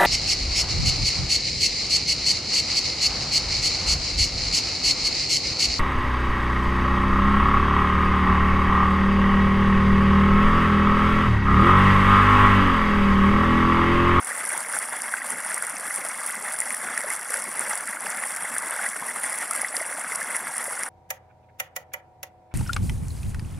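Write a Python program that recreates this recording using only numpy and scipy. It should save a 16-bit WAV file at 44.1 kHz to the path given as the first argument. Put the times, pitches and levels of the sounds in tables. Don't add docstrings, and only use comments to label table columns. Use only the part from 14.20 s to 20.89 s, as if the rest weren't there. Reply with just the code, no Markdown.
import sys
import numpy as np
from scipy import signal
from scipy.fft import irfft
from scipy.io import wavfile
from scipy.ndimage import uniform_filter1d

SR = 44100
rng = np.random.default_rng(int(sys.argv[2]) if len(sys.argv) > 2 else 0)


def materialize(psi):
    bounded = np.clip(np.atleast_2d(psi).T, -1, 1)
    quanta = np.round(bounded * 32767).astype(np.int16)
    wavfile.write(sys.argv[1], SR, quanta)


def convert_level_to_amplitude(level_db):
    exponent = np.asarray(level_db, float) / 20
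    return 10 ** exponent


N = 295029

# (frequency [Hz], level [dB per Hz])
SPRAY_SPECTRUM = [(2290, -33.5), (3900, -25), (4640, -17.5), (5210, -16), (5560, -11.5), (6500, -13.5),
                  (6930, -10), (8100, -6.5), (8680, 1), (10000, 0.5), (10700, -3), (12800, -22),
                  (13900, -23), (15600, -31)]


def evened(x):
    return x / np.sqrt(np.mean(x ** 2) + 1e-20)


def add(mix, time_s, sound):
    part = mix[round(time_s * SR):][:len(sound)]
    part += sound[:len(part)]


def below(x, cutoff_hz):
    return signal.sosfiltfilt(signal.butter(3, cutoff_hz, fs=SR, output="sos"), x)


def causal(x, gain_db):
    log_gain = np.log(convert_level_to_amplitude(np.maximum(gain_db, -100)))
    mirrored = np.r_[log_gain, log_gain[-2:0:-1]]
    phase = -signal.hilbert(mirrored).imag[:len(log_gain)]
    taps = irfft(np.exp(log_gain + 1j * phase))[:2048]
    taps = taps[(None,) * (x.ndim - 1)]
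    return signal.oaconvolve(x, taps, axes=-1)[..., :x.shape[-1]]


def coloured(x, spectrum):
    point_hz, level_db = np.transpose(spectrum)
    hz = np.fft.rfftfreq(8192, 1 / SR)
    return causal(x, np.interp(np.log(hz + 1), np.log(point_hz + 1), level_db))


def tremor(ms):
    size = max(int(ms * SR / 1000), 1)
    smooth = uniform_filter1d(rng.standard_normal(N), size)
    return evened(uniform_filter1d(smooth, size))


def swells(rows, half_s, column=1):
    rows = np.transpose(rows)
    coarse_s = np.arange(0, N + 100, 100) / SR
    humps = np.exp(-.5 * ((coarse_s - rows[0][:, None]) / half_s) ** 2)
    return np.interp(np.arange(N) / SR, coarse_s, rows[column] @ humps)


def flow():
    # (time [s], pool lift [dB], spray lift [dB])
    surges = [(0.155, -1.7, 2.5), (0.274, 0.2, 1.5), (0.359, 3, 2), (0.564, 1, 5), (0.943, 1, 2.3),
              (1.093, 0.5, 3.5), (1.312, 3.5, 3), (1.751, 0.4, 4.5), (2.085, 1, 4), (2.405, -0.3, 2.5),
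              (2.534, -0.5, 3.5), (2.724, 1.5, 1.5), (2.928, 1, 2.5), (3.138, 1.5, 5), (3.417, 1, 3),
              (3.527, 4, 5.5), (3.896, 2, 2.5), (4.086, -0.5, 5), (4.375, 0.5, 1), (4.53, 3, 1),
              (4.664, 2.5, 2), (5.034, 0.7, 5.2), (5.163, 0.5, 3.5), (5.313, 1.2, 1.6), (5.398, 3, 0.5),
              (5.572, 0.6, 5), (5.946, -1, -0.5), (6.141, 0.8, 0.5), (6.351, 0.5, 1), (6.46, -2, 4)]
    # (time [s], level [dB])
    lulls = [(0.04, 1), (0.69, -1), (1.17, -1), (1.45, -1.5), (1.84, 0), (2.22, -3), (2.62, -2), (3.05, -1),
             (3.31, -1), (3.62, -3), (3.77, -5.5), (4.25, 0.5), (5.69, -1.5), (6.23, -3), (6.58, -0.5)]
    surge_s, lull_s = 0.027, 0.016
    pool_db, spray_db, patter_db = -35, -34, -47
    pool = swells(surges, surge_s)
    fine = swells(surges, surge_s, column=2)
    lull = swells(lulls, lull_s)
    patter = 0.95 * pool + 0.36 * fine
    return pool_db + pool + lull, spray_db + fine + lull, patter_db + patter + lull


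def wash(patchy_db, wide, long):
    real, imag, patches = rng.standard_normal((N // 64 + 5, 129, 3)).T
    patches = uniform_filter1d(patches, int(wide), 0)
    patches = evened(uniform_filter1d(patches, int(long), 1))
    bins = (real + 1j * imag) * convert_level_to_amplitude(patchy_db * patches)
    return evened(signal.istft(bins, nperseg=256, noverlap=192)[1][:N])


def bubble(hz, cycles, glide, rise):
    u = np.arange(int(4 * cycles * SR / hz) + 2) * hz / SR / cycles
    shape = (1 - np.exp(-u / rise)) * np.exp(-2 * u)
    return shape / shape.max() * np.sin(2 * np.pi * cycles * (u + glide * u ** 2 / 2))


def grains(lo_hz, hi_hz, per_s, cycles, spread_db, clumps, count=36):
    draw, kind, size = rng.random((3, N))
    strength = convert_level_to_amplitude(spread_db * np.minimum(-np.log(size + 1e-9), 4))
    hits = (draw < per_s * clumps / SR) * strength
    kind = (kind * count).astype(int)
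    out = np.zeros(N)
    for k, hz in enumerate(np.geomspace(lo_hz, hi_hz, count)):
        ring = bubble(hz, cycles * rng.uniform(0.57, 2.67), rng.uniform(-0.09, 0.25), rise=0.065)
        ring *= np.sqrt(hz) / np.linalg.norm(ring)
        out += signal.oaconvolve(hits * (kind == k), ring)[:N]
    return evened(out)


def churn(shake):
    # (frequency [Hz], level [dB per Hz])
    pool_spectrum = [(24, -52), (40, -51), (113, -26.5), (220, -14), (277, -15), (336, -21), (608, -8),
                     (1810, -2), (1990, -1), (2190, -2), (2420, -15), (2660, -11.5), (3040, -16),
                     (3480, -13.5), (3900, -19), (5070, -28), (8580, -120)]
    # (time [s], level [dB])
    thumps = [(0.569, 2), (1.152, 6), (1.561, 5.0), (1.816, 4.8), (2.19, 9), (2.305, -2), (2.514, 4),
              (2.699, 7), (2.804, 4.5), (3.278, 11), (3.387, 5), (3.856, 6), (3.966, 4), (4.32, 6),
              (4.46, 3.3), (4.814, 10), (4.959, 7), (5.054, 2.8), (5.383, 3), (5.562, 4.1), (6.086, 5.1),
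              (6.41, 2.5), (6.495, 4), (6.685, 3.5)]
    lumps_db = 1.5 * shake + 1.5 * tremor(ms=12)
    clumps = convert_level_to_amplitude(3.0 * shake)
    bubbles = grains(145.5, 4200, per_s=1200, cycles=5.38, spread_db=2.5, clumps=clumps)
    raw = convert_level_to_amplitude(lumps_db) * wash(patchy_db=2.5, wide=3, long=11.0) + convert_level_to_amplitude(-6.0) * bubbles
    gurgle = grains(105.7, 479, per_s=90, cycles=2.5, spread_db=3.5, clumps=clumps, count=14)
    full = coloured(raw + convert_level_to_amplitude(-14.5) * gurgle, pool_spectrum)
    low, body = below(full, 468), below(full, 2560)
    pool_db, _, patter_db = flow()
    thud = convert_level_to_amplitude(-55 + swells(thumps, half_s=0.022)) * evened(low)
    pool = convert_level_to_amplitude(pool_db) * evened(body - low)
    patter = convert_level_to_amplitude(patter_db - 4.5) * evened(full - body)
    return thud + pool + patter


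def spray(shake):
    lumps_db = 1.42 * shake + 1.77 * tremor(ms=3.9)
    fizz = grains(3800, 16000, per_s=2500, cycles=8, spread_db=5, clumps=convert_level_to_amplitude(2.5 * shake))
    hits = (rng.random(N) < 110 / SR) * convert_level_to_amplitude(6 * np.minimum(rng.exponential(1, N), 3))
    decay = np.exp(-np.arange(300) / 55)
    ticks = signal.oaconvolve(hits, decay)[:N] * rng.standard_normal(N)
    hiss = convert_level_to_amplitude(lumps_db) * wash(patchy_db=3.5, wide=7, long=5.9)
    full = coloured(hiss + convert_level_to_amplitude(-2.0) * fizz + convert_level_to_amplitude(-2.0) * evened(ticks), SPRAY_SPECTRUM)
    patter = below(full, 5740)
    _, spray_db, patter_db = flow()
    return convert_level_to_amplitude(spray_db) * evened(full - patter) + convert_level_to_amplitude(patter_db - 2.0) * evened(patter)


def plops():
    # (time [s], peak [dB], pitch [Hz], ring [cycles])
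    large_bubbles = [(0.117, -14, 1880, 10), (0.304, -12, 2060, 3.5), (0.537, -11, 1540, 7),
                     (0.567, -11, 1440, 6.7), (0.939, -3.5, 1530, 5.6), (1.018, -12.5, 1900, 9.2),
                     (1.303, -13, 1770, 4), (1.424, -13.5, 1450, 6.7), (1.707, -12.5, 1970, 11),
                     (2.419, -11.5, 2000, 7.4), (2.506, -7.5, 2030, 3.5), (2.543, -11.5, 1900, 5),
                     (2.687, -9.5, 1490, 3.8), (2.776, -5.5, 1810, 5.2), (2.903, -10.5, 2040, 12),
                     (3.142, -10, 1620, 3.6), (3.685, -11, 1700, 2.9), (3.77, -12.5, 1440, 5),
                     (3.867, -10.5, 1650, 4.7), (4.037, -8, 1890, 5.7), (4.365, -7, 1670, 3.2),
                     (4.592, -11.5, 1470, 8.6), (4.663, -10, 1940, 12), (5.312, -11, 1260, 4.7),
                     (5.446, -7, 1950, 8.6), (5.551, -12.5, 1900, 7), (5.92, -11, 2040, 7.7),
                     (6.017, -8.5, 1740, 6), (6.147, -12.5, 2030, 12), (6.633, -13.5, 2040, 5.3)]
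    # (time [s], peak [dB], pitch [Hz], ring [cycles])
    deep_gulps = [(0.269, -21, 859, 3.6), (0.348, -16, 886, 6.2), (0.564, -19, 821, 5.2),
                  (0.687, -22, 900, 4), (1.85, -20.5, 655, 5.1), (2.464, -21, 770, 5.3),
                  (2.646, -20.5, 760, 4), (2.842, -19, 583, 7.2), (2.853, -20, 1400, 6),
                  (3.507, -21, 842, 4.6), (3.864, -22, 830, 5.5), (4.246, -19.5, 687, 3.1),
                  (4.601, -23, 780, 5.8), (4.824, -15.5, 970, 4.6), (5.04, -20, 800, 4),
                  (5.433, -15.5, 784, 3), (5.54, -19.5, 744, 4.6), (5.611, -17, 630, 6.1),
                  (5.783, -20, 720, 5.9), (6.51, -17.5, 996, 4.8)]
    # (time [s], peak [dB], pitch [Hz], ring [cycles])
    bright_drips = [(0.262, -17, 5680, 7.7), (0.3351, -16, 6150, 6), (0.5354, -16, 5440, 6),
                    (0.818, -23, 4840, 17), (1.568, -11, 6040, 6), (2.7763, -14, 5530, 6.9),
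                    (2.9462, -24, 6050, 6), (3.1418, -20, 4900, 9.6), (3.2315, -21, 5390, 6),
                    (3.87, -18.5, 5200, 7), (3.532, -13, 5600, 5.1), (3.8605, -18, 2720, 6.6),
                    (5.4844, -16.5, 5430, 7.7), (5.5672, -5.5, 4970, 4), (5.5962, -19, 5600, 6),
                    (5.9547, -13, 5720, 5.1), (6.635, -11, 5800, 3.4)]
    out = np.zeros(N)
    for time_s, peak_db, hz, cycles in [*large_bubbles, *deep_gulps, *bright_drips]:
        ring = bubble(hz, np.clip(cycles, 1.5, 14), glide=0.019, rise=0.16)
        add(out, time_s, convert_level_to_amplitude(peak_db - 8.0) * ring)
    return out


def snaps():
    # (time [s], peak [dB], centre [Hz], length [ms])
    drop_slaps = [(0.29, -16, 9500, 2.9), (0.3765, -14, 8900, 1.2), (0.5876, -12, 10670, 1.1),
                  (0.819, -12, 8350, 0.7), (1.1028, -14, 9640, 1.5), (1.3427, -12.5, 8420, 1.8),
                  (1.4225, -13.5, 9800, 2), (1.4674, -15, 8730, 0.79), (1.7595, -10, 9100, 0.78),
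                  (2.0624, -12.5, 9930, 1), (2.4028, -8, 9050, 0.81), (2.5457, -13, 8340, 1.3),
                  (2.777, -14.5, 10100, 1.2), (2.902, -13.5, 9700, 1.4), (3.1398, -16, 10100, 1.3),
                  (3.3935, -5.5, 9900, 0.6), (3.408, -14, 8300, 1), (3.495, -16, 8500, 1.6),
                  (4.2227, -17, 8910, 1.1), (4.3819, -9.5, 9700, 1.4), (4.5087, -12, 8570, 0.63),
                  (5.0392, -13, 8730, 1.3), (5.3616, -13.5, 8600, 1.5), (5.4161, -9, 9900, 1.06),
                  (5.5665, -12.5, 9300, 1.3), (5.956, -15.5, 10600, 2.6), (6.1656, -8.5, 9700, 0.58),
                  (6.3803, -13.5, 9750, 0.88), (6.441, -18, 8800, 1.1), (6.6336, -13.5, 9100, 1)]
    out = np.zeros(N)
    ms = np.arange(600) * 1000 / SR
    time_s, peak_db, hz, long_ms = np.transpose(drop_slaps)[..., None]
    u = ms / np.clip(long_ms, .3, 5)
    shape = u ** 2 * np.exp(-2.6 * u)
    drive = 1.5 * rng.standard_normal(u.shape) + np.sin(2 * np.pi * hz * ms / 1000)
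    slaps = coloured(shape * drive, SPRAY_SPECTRUM)
    slaps = convert_level_to_amplitude(peak_db + 1.2) * slaps / abs(slaps).max(1, keepdims=True)
    for at_s, slap in zip(time_s[:, 0], slaps):
        add(out, at_s, slap)
    return out


def scene():
    shake = evened(tremor(ms=22) + .8 * tremor(ms=6))
    mono = churn(shake) + spray(shake) + plops() + snaps()
    return np.tile(mono, (2, 1))


def thinned(x):
    # (time [s], from [Hz], to [Hz], level under sound [dB])
    splits = [(.115, 4700, 7500, -16), (.115, 11600, 14000, -12), (.40, 4300, 16000, -14),
              (.99, 4600, 6500, -12), (1.755, 4200, 16000, -10), (3.17, 12400, 15900, -8),
              (3.415, 5200, 8000, -20), (4.07, 13800, 15200, -10), (4.63, 9600, 12000, -12),
              (5.415, 4300, 12500, -24), (5.45, 6200, 9900, -14), (6.40, 4700, 6500, -10)]
    # (time [s], level [dB])
    treble_floor = [(0, 1), (2.1, 1), (2.2, 4), (2.88, 5), (2.92, -2), (3.55, -2), (3.65, 3), (5, 2),
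                    (5.3, 4), (6.69, 6)]
    hz, t, z = signal.stft(x, SR, nperseg=1024)
    power = uniform_filter1d(uniform_filter1d(abs(z) ** 2, 6, 0), 2, 1)
    level_db = 10 * np.log10(power + 1e-20)
    bright_db = 10 * np.log10((abs(z[hz > 8000]) ** 2).sum(0) + 1e-20)
    sharp = bright_db > np.percentile(bright_db, 99)
    floor_db = uniform_filter1d(bright_db, 25) - 52.5 + np.interp(t, *np.transpose(treble_floor))
    bin_hz = hz[:, None]
    weak = (bin_hz > 14700) & (level_db < floor_db)
    edge = np.where(bin_hz < 15690, 1, convert_level_to_amplitude(-16) * sharp * (bin_hz < 16600))
    z = z * ~weak * edge
    side = np.zeros(z.shape)
    for time_s, lo_hz, hi_hz, db in splits:
        side += convert_level_to_amplitude(db + 5) * np.outer((hz > lo_hz) & (hz < hi_hz), abs(t - time_s) < .016)
    side = side * abs(z) * np.exp(2j * np.pi * rng.random(z.shape))
    return signal.istft(np.array([z + side, z - side]), SR, nperseg=1024)[1][:, :N]


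def low_pass(x):
    return signal.sosfilt(signal.butter(12, 16470, fs=SR, output="sos"), x)


def record(dry):
    # (frequency [Hz], width [Hz], level [dB])
    hollows = [(2990, 150, -6), (3850, 260, -10), (4350, 180, -5), (5170, 200, -4), (5870, 200, -3),
               (6530, 240, -11), (8250, 250, -4), (9150, 300, -3.5), (13450, 250, 4), (13950, 180, -7),
               (14300, 300, 4), (15170, 300, -5), (15550, 220, 7)]
    hz = np.fft.rfftfreq(8192, 1 / SR)
    housing_db = sum(db / (1 + (2 * (hz - f) / width) ** 2) for f, width, db in hollows)
    mix = thinned(causal(dry.mean(0), housing_db))
    return low_pass(mix)


dry = scene()
out = record(dry)
materialize(out)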